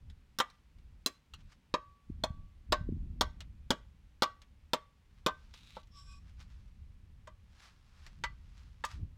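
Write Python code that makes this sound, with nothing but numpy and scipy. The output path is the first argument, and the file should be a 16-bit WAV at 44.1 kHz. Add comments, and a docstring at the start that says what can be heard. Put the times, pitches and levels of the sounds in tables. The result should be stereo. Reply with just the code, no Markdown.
"""Wind rumbles on the microphone throughout, over a faint hiss of open air; light blade ticks come from 0.1 s.
From 0.4 s to 5.3 s a long steel blade chops at a hand-held bamboo pole, about twice a second: filtered noise
snaps for the fibres, decaying modes for the hollow pole, ringing sines for the steel. Scrapes fall between cuts.
From 5.5 s the edge peels a shaving, then the flat slides and sings through narrow resonances until 6.2 s;
more scrapes and ticks and a few soft cuts follow."""
import sys
import numpy as np
from scipy import signal
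from scipy.fft import rfft, irfft, next_fast_len
from scipy.io import wavfile

SR = 44100
rng = np.random.default_rng(int(sys.argv[2]) if len(sys.argv) > 2 else 0)


def int16_out(signal):
    """Quantize to a 16-bit WAV file."""
    q = np.round(np.clip(np.atleast_2d(signal).T, -1, 1) * 32767)
    wavfile.write(sys.argv[1], SR, q.astype(np.int16))


N = 404397
TIME = np.arange(N) / SR
BLOW = np.arange(SR * 6 // 10) / SR   # time within one blow [s]
EARLY = SR * 3 // 100   # the first 30 ms [samples]
CUTOFF_HZ = 16300


def from_db(db):
    """Decibels to gain."""
    return 10 ** (np.asarray(db) / 20)


def rms_one(x):
    """Scale to unit rms."""
    return x / np.sqrt(np.mean(x ** 2) + 1e-20)


def early_one(x):
    """Scale so that the first 30 ms have unit rms."""
    return x / np.sqrt(np.mean(x[..., :EARLY] ** 2) + 1e-20)


def fade(t60):
    """Exponential decay over a blow, 60 dB down after t60 seconds."""
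    return np.exp(-np.log(1000) * BLOW / t60)


def at_hz(points, hz, order=1):
    """Read a column of a table on a log-frequency axis."""
    points = np.array(points)
    return np.interp(np.log(np.maximum(hz, 1)), np.log(points[:, 0]), points[:, order])


def gain_curve(rows):
    """Gain in time from (time [s], level [dB]) rows, silent outside them."""
    s, db = np.transpose(rows)
    return from_db(np.interp(TIME, s, db)) * (TIME >= s[0]) * (TIME <= s[-1])


def colour(x, spectrum):
    """Causal (minimum-phase) filter with the given (frequency [Hz], level [dB]) spectrum."""
    size = 2 * next_fast_len(x.shape[-1] // 2 + 2048)
    log_gain = np.log(from_db(at_hz(spectrum, np.fft.rfftfreq(size, 1 / SR))))
    # folding the cepstrum onto positive time gives minimum phase
    cepstrum = irfft(log_gain)
    cepstrum[1:size // 2] *= 2
    cepstrum[size // 2 + 1:] = 0
    response = np.exp(rfft(cepstrum))
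    return irfft(rfft(x, size) * response)[..., :x.shape[-1]]


def band(x, low_hz, high_hz):
    """Causal band-pass."""
    sections = signal.butter(3, [low_hz, high_hz], "band", fs=SR, output="sos")
    return signal.sosfilt(sections, x + 1e-18)


def drive(force, response):
    """A force played through an impulse response."""
    played = signal.fftconvolve(np.atleast_2d(force), np.atleast_2d(response), axes=-1)
    return played[:, :force.shape[-1]]


def stereo_noise(alike):
    """White noise with a given left-right correlation."""
    mid, side = rng.standard_normal((2, N))
    alike = np.clip(alike, 0, 1)
    return np.sqrt(1 + alike) * mid + np.sqrt(1 - alike) * side * [[1], [-1]]


def panned(x, db):
    """Left-right level difference."""
    return x * from_db([[db / 2], [-db / 2]])


def add(out, s, sound):
    """Mix a sound in at time s."""
    i = max(round(s * SR), 0)
    out[:, i:i + sound.shape[-1]] += sound[..., :N - i]


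def flow():
    """Strength of the wind: the breeze, and gusts that rise, hold and die away, added as powers."""
    # the breeze as rumble on the microphone: (time [s], level [dB])
    breeze = [(0, -63), (1.95, -70), (2.5, -56.5), (3.5, -49), (4.1, -60.5), (4.7, -60), (4.95, -67.5),
              (5.15, -55.5), (5.6, -59), (6.15, -52.5), (7.1, -54), (7.7, -64), (8.1, -54.5), (9.17, -53.5)]
    # gusts on top of it: (start [s], length [s], level [dB])
    gusts = [(0.024, 0.083, -48.5), (0.761, 0.21, -54.5), (1.331, 0.13, -53.5), (1.72, 0.19, -62),
             (2.097, 0.32, -47), (2.698, 0.25, -41.5), (2.957, 0.31, -42.5), (8.191, 0.12, -49),
             (8.948, 0.12, -42.5)]
    attack_s, release_s = 0.015, 0.049   # exponential time constants
    power = from_db(np.interp(TIME, *np.transpose(breeze))) ** 2
    for s, length, db in gusts:
        away = np.maximum((s - TIME) / attack_s, (TIME - s - length) / release_s)
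        gust = from_db(db) * np.exp(-np.clip(away, 0, 20))
        power = power + gust ** 2
    return np.sqrt(power)


def wind():
    """Rumble, lumpy eddies and single pressure bumps on the microphone, over the faint hiss of open air."""
    # spectra of the rumble, the eddies and the air: (frequency [Hz], relative level [dB])
    rumble_colour = [(11, -27.5), (18, -2), (70, 3), (200, -22), (260, -46), (440, -120)]
    eddy_colour = [(90, -13.5), (140, 0.5), (210, -1.5), (300, -11), (450, -30.5), (800, -39), (2000, -67)]
    air_colour = [(180, -30.5), (300, -8), (603, -10.5), (645, -18), (737, -12), (1060, -11.5),
                  (1150, -12.5), (1390, -13.5), (2570, -13.5), (16000, -34.5)]
    # single buffets on the microphone: (time [s], peak level [dB], width [s])
    buffets = [(2.102, -30.5, 0.0012), (2.307, -31, 0.0019), (2.813, -31.5, 0.0019),
               (2.891, -25.5, 0.00091), (2.903, -31, 0.0018), (2.925, -27.5, 0.0012), (2.934, -31, 0.0015),
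               (9.032, -31, 0.0031)]
    air_db = -75.5
    # eddies grow faster than the rumble: their level at a stiff wind, growth [dB per dB], rest in a lull
    stiff_wind_db, eddy_db, eddy_growth, lull_eddy_db = -42.5, -53.5, 1.6, -73

    strength = flow()
    grown = from_db(eddy_db) * (strength / from_db(stiff_wind_db)) ** eddy_growth
    eddies = np.hypot(grown, from_db(lull_eddy_db))
    wander = np.interp(TIME * 30, np.arange(N), rng.standard_normal(N))   # 30 random levels a second
    lumps = rms_one(from_db(2.0 * wander))
    out = strength * rms_one(colour(stereo_noise(alike=.96), rumble_colour))
    out += eddies * lumps * rms_one(colour(stereo_noise(alike=0.55), eddy_colour))
    for s, db, width in buffets:
        u = (TIME[:EARLY * 2] - TIME[EARLY]) / width
        bump = (u * u - 1) * np.exp(-u * u / 2)
        add(out, s - TIME[EARLY], from_db(db) * bump)
    return out + from_db(air_db) * rms_one(colour(stereo_noise(alike=.4), air_colour))


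def splitting(seconds, snaps_per_s, snap_size):
    """The edge lands, then fibres snap in a quickly fading run; they are too small to carry bass."""
    size, chance = rng.standard_normal(len(BLOW)), rng.random(len(BLOW))
    snaps = snap_size * size * (chance < snaps_per_s / SR) * np.exp(-BLOW / seconds)
    force = colour(snaps, [(300, -13.5), (1000, -2.5), (2500, 0)])
    force[0] -= 1   # the landing
    return force


def ringing(modes, spread_db, detune):
    """Decaying sines of alternating sign; strength and pitch vary from blow to blow, most for short waves."""
    hz, db, t60 = np.transpose(modes)[:, :, None]
    variation = np.minimum(np.sqrt(hz / 1500), 1.5)
    strength, shift = rng.standard_normal((2, len(modes), 1)) * variation
    signs = (-1) ** np.arange(len(modes))[:, None]
    waves = np.sin(2 * np.pi * hz * (1 + detune * shift) * BLOW) * signs
    return (from_db(db + spread_db * strength) * waves * fade(t60)).sum(0)


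def wall_modes():
    """Countless weak modes as bands of fading noise, different at each port; the highest die first."""
    # decay of the crowded modes: (frequency [Hz], t60 [s])
    wall_t60 = [(200, 0.14), (600, 0.068), (1500, 0.093), (4000, .065), (12000, 0.044)]
    edges = np.geomspace(150, CUTOFF_HZ, 8)
    out = 0
    for low, high in zip(edges, edges[1:]):
        t60 = at_hz(wall_t60, np.sqrt(low * high))
        out = out + band(rng.standard_normal((2, len(BLOW))), low, high) * fade(t60)
    spectrum = [(200, -11.5), (600, 0.5), (1500, -3.5), (3400, -0.5), (6500, -5.5), (9500, -15.5), (15000, -24.5)]
    return early_one(colour(out, spectrum))


def cane(force, pole_db, wall_db):
    """One force makes the contact sound and excites the pole's main modes and its crowded wall modes."""
    # the sharp contact sound: (frequency [Hz], relative level [dB])
    contact_colour = [(100, -5.5), (250, 2.5), (700, -4), (1800, 1.5), (2600, -2.5), (3400, 6.5),
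                      (5000, -2.5), (7000, -8.5), (9500, -21.5), (15000, -21)]
    # main modes of the pole: (frequency [Hz], relative level [dB], t60 [s])
    pole_modes = [(260, -12, 0.055), (270, -7, 0.018), (521, 0.5, 0.038), (618, -5, 0.087),
                  (820, -16.5, 0.014), (883, -0.5, 0.027), (977, -3, 0.061), (1062, -5, 0.077),
                  (1190, -7, 0.12), (1320, -6.5, 0.041), (1571, -5.5, .07), (1660, -8, 0.038),
                  (1965, -4, 0.11), (2060, -7.5, 0.065), (2290, -9, 0.072), (2660, -7.5, 0.037),
                  (2960, -4, 0.044), (3182, 4.5, 0.028), (3700, -3, 0.026), (3780, -4.5, .035),
                  (4300, -3, .035), (5170, -2.5, 0.024), (5300, -6, 0.024), (6610, -2.5, .025),
                  (7740, -7, 0.015), (9140, -15.5, 0.0049), (10020, -17.5, 0.0084), (14000, -16, 0.026)]
    contact = early_one(colour(force, contact_colour))
    pole = early_one(drive(force, ringing(pole_modes, spread_db=3.0, detune=.014)))
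    wall = early_one(drive(force, wall_modes()))
    return contact + from_db(pole_db) * pole + from_db(wall_db) * wall


def ticks():
    """Light touches of the edge are too weak to move the pole's low modes much."""
    # touches: (time [s], level [dB], fading time of the snaps [s], left-right difference [dB])
    touches = [(0.0995, -64.5, 0.0013, 2), (0.5006, -65, 0.0013, -8), (0.7851, -75, 0.0029, 2),
               (1.337, -51.5, 0.0018, 2), (1.4047, -72.5, 0.0036, 6), (3.4058, -50.5, 0.0013, 1),
               (4.4184, -61.5, 0.00083, 2), (5.5392, -56, 0.0012, 0), (5.832, -71, 0.001, 0),
               (5.8722, -75, 0.00045, -1), (6.402, -63.5, 0.0022, -6), (6.598, -82, .001, -6),
               (6.678, -79, .002, -2), (7.5980, -68, 0.0015, -3), (7.659, -71, .002, -8),
               (8.0653, -55.5, 0.00033, -0.5), (8.578, -70, 0.0015, -9)]
    tone = [(300, 1), (1100, 7.2), (4000, 7.8), (12000, 5.6)]
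    out = np.zeros((2, N))
    for s, db, seconds, pan_db in touches:
        force = splitting(seconds, snaps_per_s=1800, snap_size=1.4)
        sound = cane(force, pole_db=-15.0, wall_db=7.5)
        add(out, s, from_db(db) * panned(early_one(colour(sound, tone)), pan_db))
    return out


def blade(first_db, t60, overtones_db):
    """The steel rings on, damped by the grip of the cut; a faint, slower remainder lingers."""
    # overtones: (frequency [Hz], relative level [dB], t60 [s])
    overtones = [(1545, 5, .22), (2495, -9, .14), (3640, -21, .1), (4270, -17, .11), (5464, -24, .1),
                 (7680, -30, .09)]
    first_hz = 1140
    decay = fade(t60) + from_db(-31) * fade(0.35)
    first = np.sin(2 * np.pi * first_hz * BLOW) * decay
    return from_db(first_db) * first + from_db(overtones_db) * ringing(overtones, spread_db=1.5, detune=.0005)


def ports(x, right):
    """The further right the blow, the more the left port's delay and level depart from the right port's."""
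    # the two microphone ports, for a blow fully right: (frequency [Hz], left lag [ms], left-right level [dB])
    port_paths = [(121, .05, 0), (324, 0.74, 0.5), (566, .62, -6), (880, 0.31, -4), (1080, 0.15, -3),
                  (2500, 0.26, 0), (3550, .23, -2), (6050, .23, -11.5), (12000, .23, -0.5)]
    size = next_fast_len(x.shape[-1] + SR // 10)
    hz = np.fft.rfftfreq(size, 1 / SR)
    lag = right * at_hz(port_paths, hz) / 1000
    balance = from_db(right * at_hz(port_paths, hz, order=2))
    left = balance * np.exp(-2j * np.pi * hz * lag)
    even_power = np.sqrt(2 / (1 + balance ** 2))
    paths = np.array([left, np.ones(len(hz))]) * even_power
    return irfft(rfft(x, size) * paths, size)[:, :x.shape[-1]]


def cuts():
    """Level, brightness and depth share each cut's energy among five registers; the steel rings on."""
    # cuts: (time [s], level [dB], brightness [dB per octave], depth [dB],
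    #        blade's first mode [dB], its t60 [s], blade's overtones [dB])
    chops = [(0.387, -39, 3.5, -3, -42.5, 0.14, -71), (0.4015, -32, -1, -7, -41, 0.23, -63),
             (1.0612, -35.5, 7.5, -0.5, -43.5, .2, -60.5), (1.7403, -37, -4, 5, -42.5, 0.59, -53.5),
             (2.2373, -36.5, .5, 5, -47.5, 0.54, -57), (2.7222, -34, -.5, 1.5, -38.5, .07, -38),
             (2.7252, -34, -3, 1.5, -59.5, .07, -57), (3.21, -31.5, 1.35, 3, -28, .13, -48.5),
             (3.2133, -39, 1.5, -2, -63.5, .1, -66.5), (3.7055, -31.5, 1, 5.5, -36, 0.19, -54),
             (4.2218, -30.5, -1.5, 2.5, -45.5, 0.39, -40), (4.2324, -36, 0.5, -4, -27.5, 0.2, -51),
             (4.7338, -33, -0.2, 1, -43.5, 0.36, -62.5), (5.2632, -32, -0.5, 5, -34.5, .19, -36.5),
             (5.283, -49.5, -7.5, 2, -64, .1, -68.5), (5.767, -58.5, -6.5, 12.5, -54, 0.21, -69),
             (7.273, -59, -2.5, 0, -59, 0.23, -91), (8.2382, -38.5, 0.9, -20.5, -45, 0.21, -63),
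             (8.8392, -43, -3, -15, -44, 0.13, -75), (8.849, -53, 9.5, -1, -72, 0.081, -69)]
    # five registers, low to high: (level re the cut [dB], gain per depth [dB per dB])
    # a deep cut knocks the hollow pole; a shallow one bites at about 2 kHz instead
    registers = [(-0.12, 1.03), (2.5, 0.01), (-1.5, -0.31), (1, .05), (-8.5, 0.21)]
    # borders of the registers: (frequency [Hz])
    edges = [110, 700, 1400, 2800, 6000, 17000]
    # where the blade works: (time [s], position [0 ahead to 1 right])
    place = [(.4, 0.88), (1.7, 1), (5.3, 0.95), (7.2, 0.53), (8.85, 0.48)]
    brightness_pivot_hz, brightness_from_hz = 3000, 600
    # a firm cut splits the fibres in split_s; weaker ones take longer (dB of time per dB of level)
    firm_db, split_s, split_slowing = -34, 0.0023, 0.19

    out = np.zeros((2, N))
    centres = np.sqrt(np.multiply(edges[:-1], edges[1:]))
    octaves = np.log2(centres / brightness_pivot_hz) * (centres > brightness_from_hz)
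    usual_db, per_depth = np.transpose(registers)
    for s, db, brightness, depth_db, first_db, t60, overtones_db in chops:
        seconds = split_s * from_db(split_slowing * (firm_db - db))
        force = splitting(seconds, snaps_per_s=2500, snap_size=0.86)
        sound = cane(force, pole_db=2.5, wall_db=0.5)
        # the registers are balanced by one smooth filter, so the crack stays sharp
        wanted_db = db + usual_db + brightness * octaves + depth_db * per_depth
        powers = [np.mean(band(sound, low, high)[:, :EARLY] ** 2) for low, high in zip(edges, edges[1:])]
        now_db = 10 * np.log10(powers)
        wood = colour(sound, np.column_stack([centres, wanted_db - now_db]))
        right = np.interp(s, *np.transpose(place))
        add(out, s, ports(wood + blade(first_db, t60, overtones_db), right))
    return out


def outdoors(x, t60, scatter_db):
    """A weak, dull noise tail scattered by the surroundings."""
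    # spectrum of the scatter: (frequency [Hz], relative level [dB])
    scatter_colour = [(150, -9), (600, -4), (1200, 0), (3300, -4.5), (6000, -8), (14000, -10)]
    build_up = 1 - np.exp(-BLOW / 0.005)
    tail = rng.standard_normal((2, len(BLOW))) * fade(t60) * build_up
    tail = rms_one(tail) / np.sqrt(len(BLOW))   # unit energy
    return x + from_db(scatter_db) * drive(x, colour(tail, scatter_colour))


def slips(grain_db, catch_db, catches_per_s):
    """Dense tiny slips of steel on cane, clumped where the edge catches on the grain."""
    sizes = from_db(grain_db * np.minimum(rng.exponential(1, N), 6))
    catches = np.interp(TIME * catches_per_s, np.arange(N), rng.standard_normal(N))
    return stereo_noise(alike=0.1) * sizes * from_db(catch_db * catches)


def strokes():
    """Pressure on the blade builds and eases again with each stroke."""
    # strokes along the cane: (time of greatest pressure [s], level [dB], rise [s], fall [s])
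    rubs = [(0.501, -71, 0.065, 0.12), (1.16, -72.5, 0.075, .03), (1.4, -71.5, .05, 0.027),
            (1.53, -60.5, 0.042, 0.019), (5.19, -75.5, .15, .05), (5.42, -69.5, 0.12, 0.31),
            (6.295, -68.5, 0.07, 0.043), (6.415, -59.5, .03, 0.038), (6.51, -69.5, .025, 0.2),
            (7.646, -57, 0.096, 0.08), (7.88, -79, 0.068, 0.13), (8.05, -63, 0.15, 0.11),
            (8.61, -67, 0.26, 0.18), (8.915, -53.5, 0.049, 0.054)]
    swell_db = 12.5   # gained over each rise, lost over each fall
    pressure = 0
    for s, db, rise, fall in rubs:
        away = np.minimum(np.maximum((s - TIME) / rise, (TIME - s) / fall), 10)
        pressure = pressure + from_db(db - swell_db * away)
    return pressure


def singing(grit):
    """Sliding friction feeds the narrow resonances of the steel, which join in over time."""
    # the flat of the blade sliding: (time [s], level [dB])
    slide = [(5.9, -60), (5.985, -49.5), (6.05, -60), (6.125, -52.5), (6.18, -64), (6.24, -84)]
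    # resonances: (frequency [Hz], width [Hz], relative level [dB], joins in at [s])
    resonances = [(1137, 48, -11, 5.9), (1542, 44, -21, 5.95), (2490, 59, -9, 6.03),
                  (3580, 2300, -12.5, 5.9), (5000, 590, -12.5, 5.9), (5470, 51, -6, 5.9),
                  (7600, 570, -15, 5.93), (10640, 220, -26.5, 5.95), (13550, 380, -38, 5.9)]
    out = 0
    for hz, width, db, joins in resonances:
        peak = signal.iirpeak(hz, hz / width, fs=SR)
        tone = rms_one(signal.lfilter(*peak, signal.lfilter(*peak, grit)))
        fade_in = np.clip((TIME - joins) / 0.072, 0, 1)
        out = out + from_db(db) * tone * fade_in
    return out * gain_curve(slide)


def rubbing():
    """The blade rubs, peels a shaving and slides on its flat and sings; fibres crackle in the rub and peel."""
    # spectra of the rub and of the peeling rasp: (frequency [Hz], relative level [dB])
    rub_colour = [(300, -31), (600, -8.5), (1200, 1), (2000, -2), (3500, -4.5), (5300, -6), (8000, -16.5),
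                  (11000, -24), (16000, -36.5)]
    peel_colour = [(290, -45), (500, -23), (688, -23), (750, -26), (795, -21), (1180, -12.5), (1740, -16),
                   (2500, -5), (3020, -8), (3810, -2), (4730, -14.5), (6700, -18.5), (16000, -36)]
    # the edge peeling a shaving: (time [s], level [dB])
    peeling = [(5.53, -72), (5.55, -61), (5.58, -61.5), (5.62, -64.5), (5.66, -62.5), (5.76, -62.5),
               (5.82, -69)]
    fibres_db = -7.5   # snapping fibres, re the grit
    grit = rms_one(slips(grain_db=0.0, catch_db=1.0, catches_per_s=88))
    fibres = rng.standard_normal(N) * (rng.random(N) < 120 / SR)   # about 120 snaps a second
    rough = grit + from_db(fibres_db) * rms_one(fibres)
    rub = rms_one(colour(rough, rub_colour)) * strokes()
    peel = rms_one(colour(rough, peel_colour)) * gain_curve(peeling)
    return rub + panned(peel, db=-3.0) + singing(grit)


def scene():
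    """Wind, touches and cuts in the open air, and scrapes."""
    return wind() + outdoors(ticks() + cuts(), t60=.3, scatter_db=-20) + rubbing()


def record(dry):
    """The top is cut steeply."""
    low_pass = signal.ellip(10, .1, 80, CUTOFF_HZ, fs=SR, output="sos")
    return signal.sosfilt(low_pass, dry)


dry = scene()
out = record(dry)
int16_out(out)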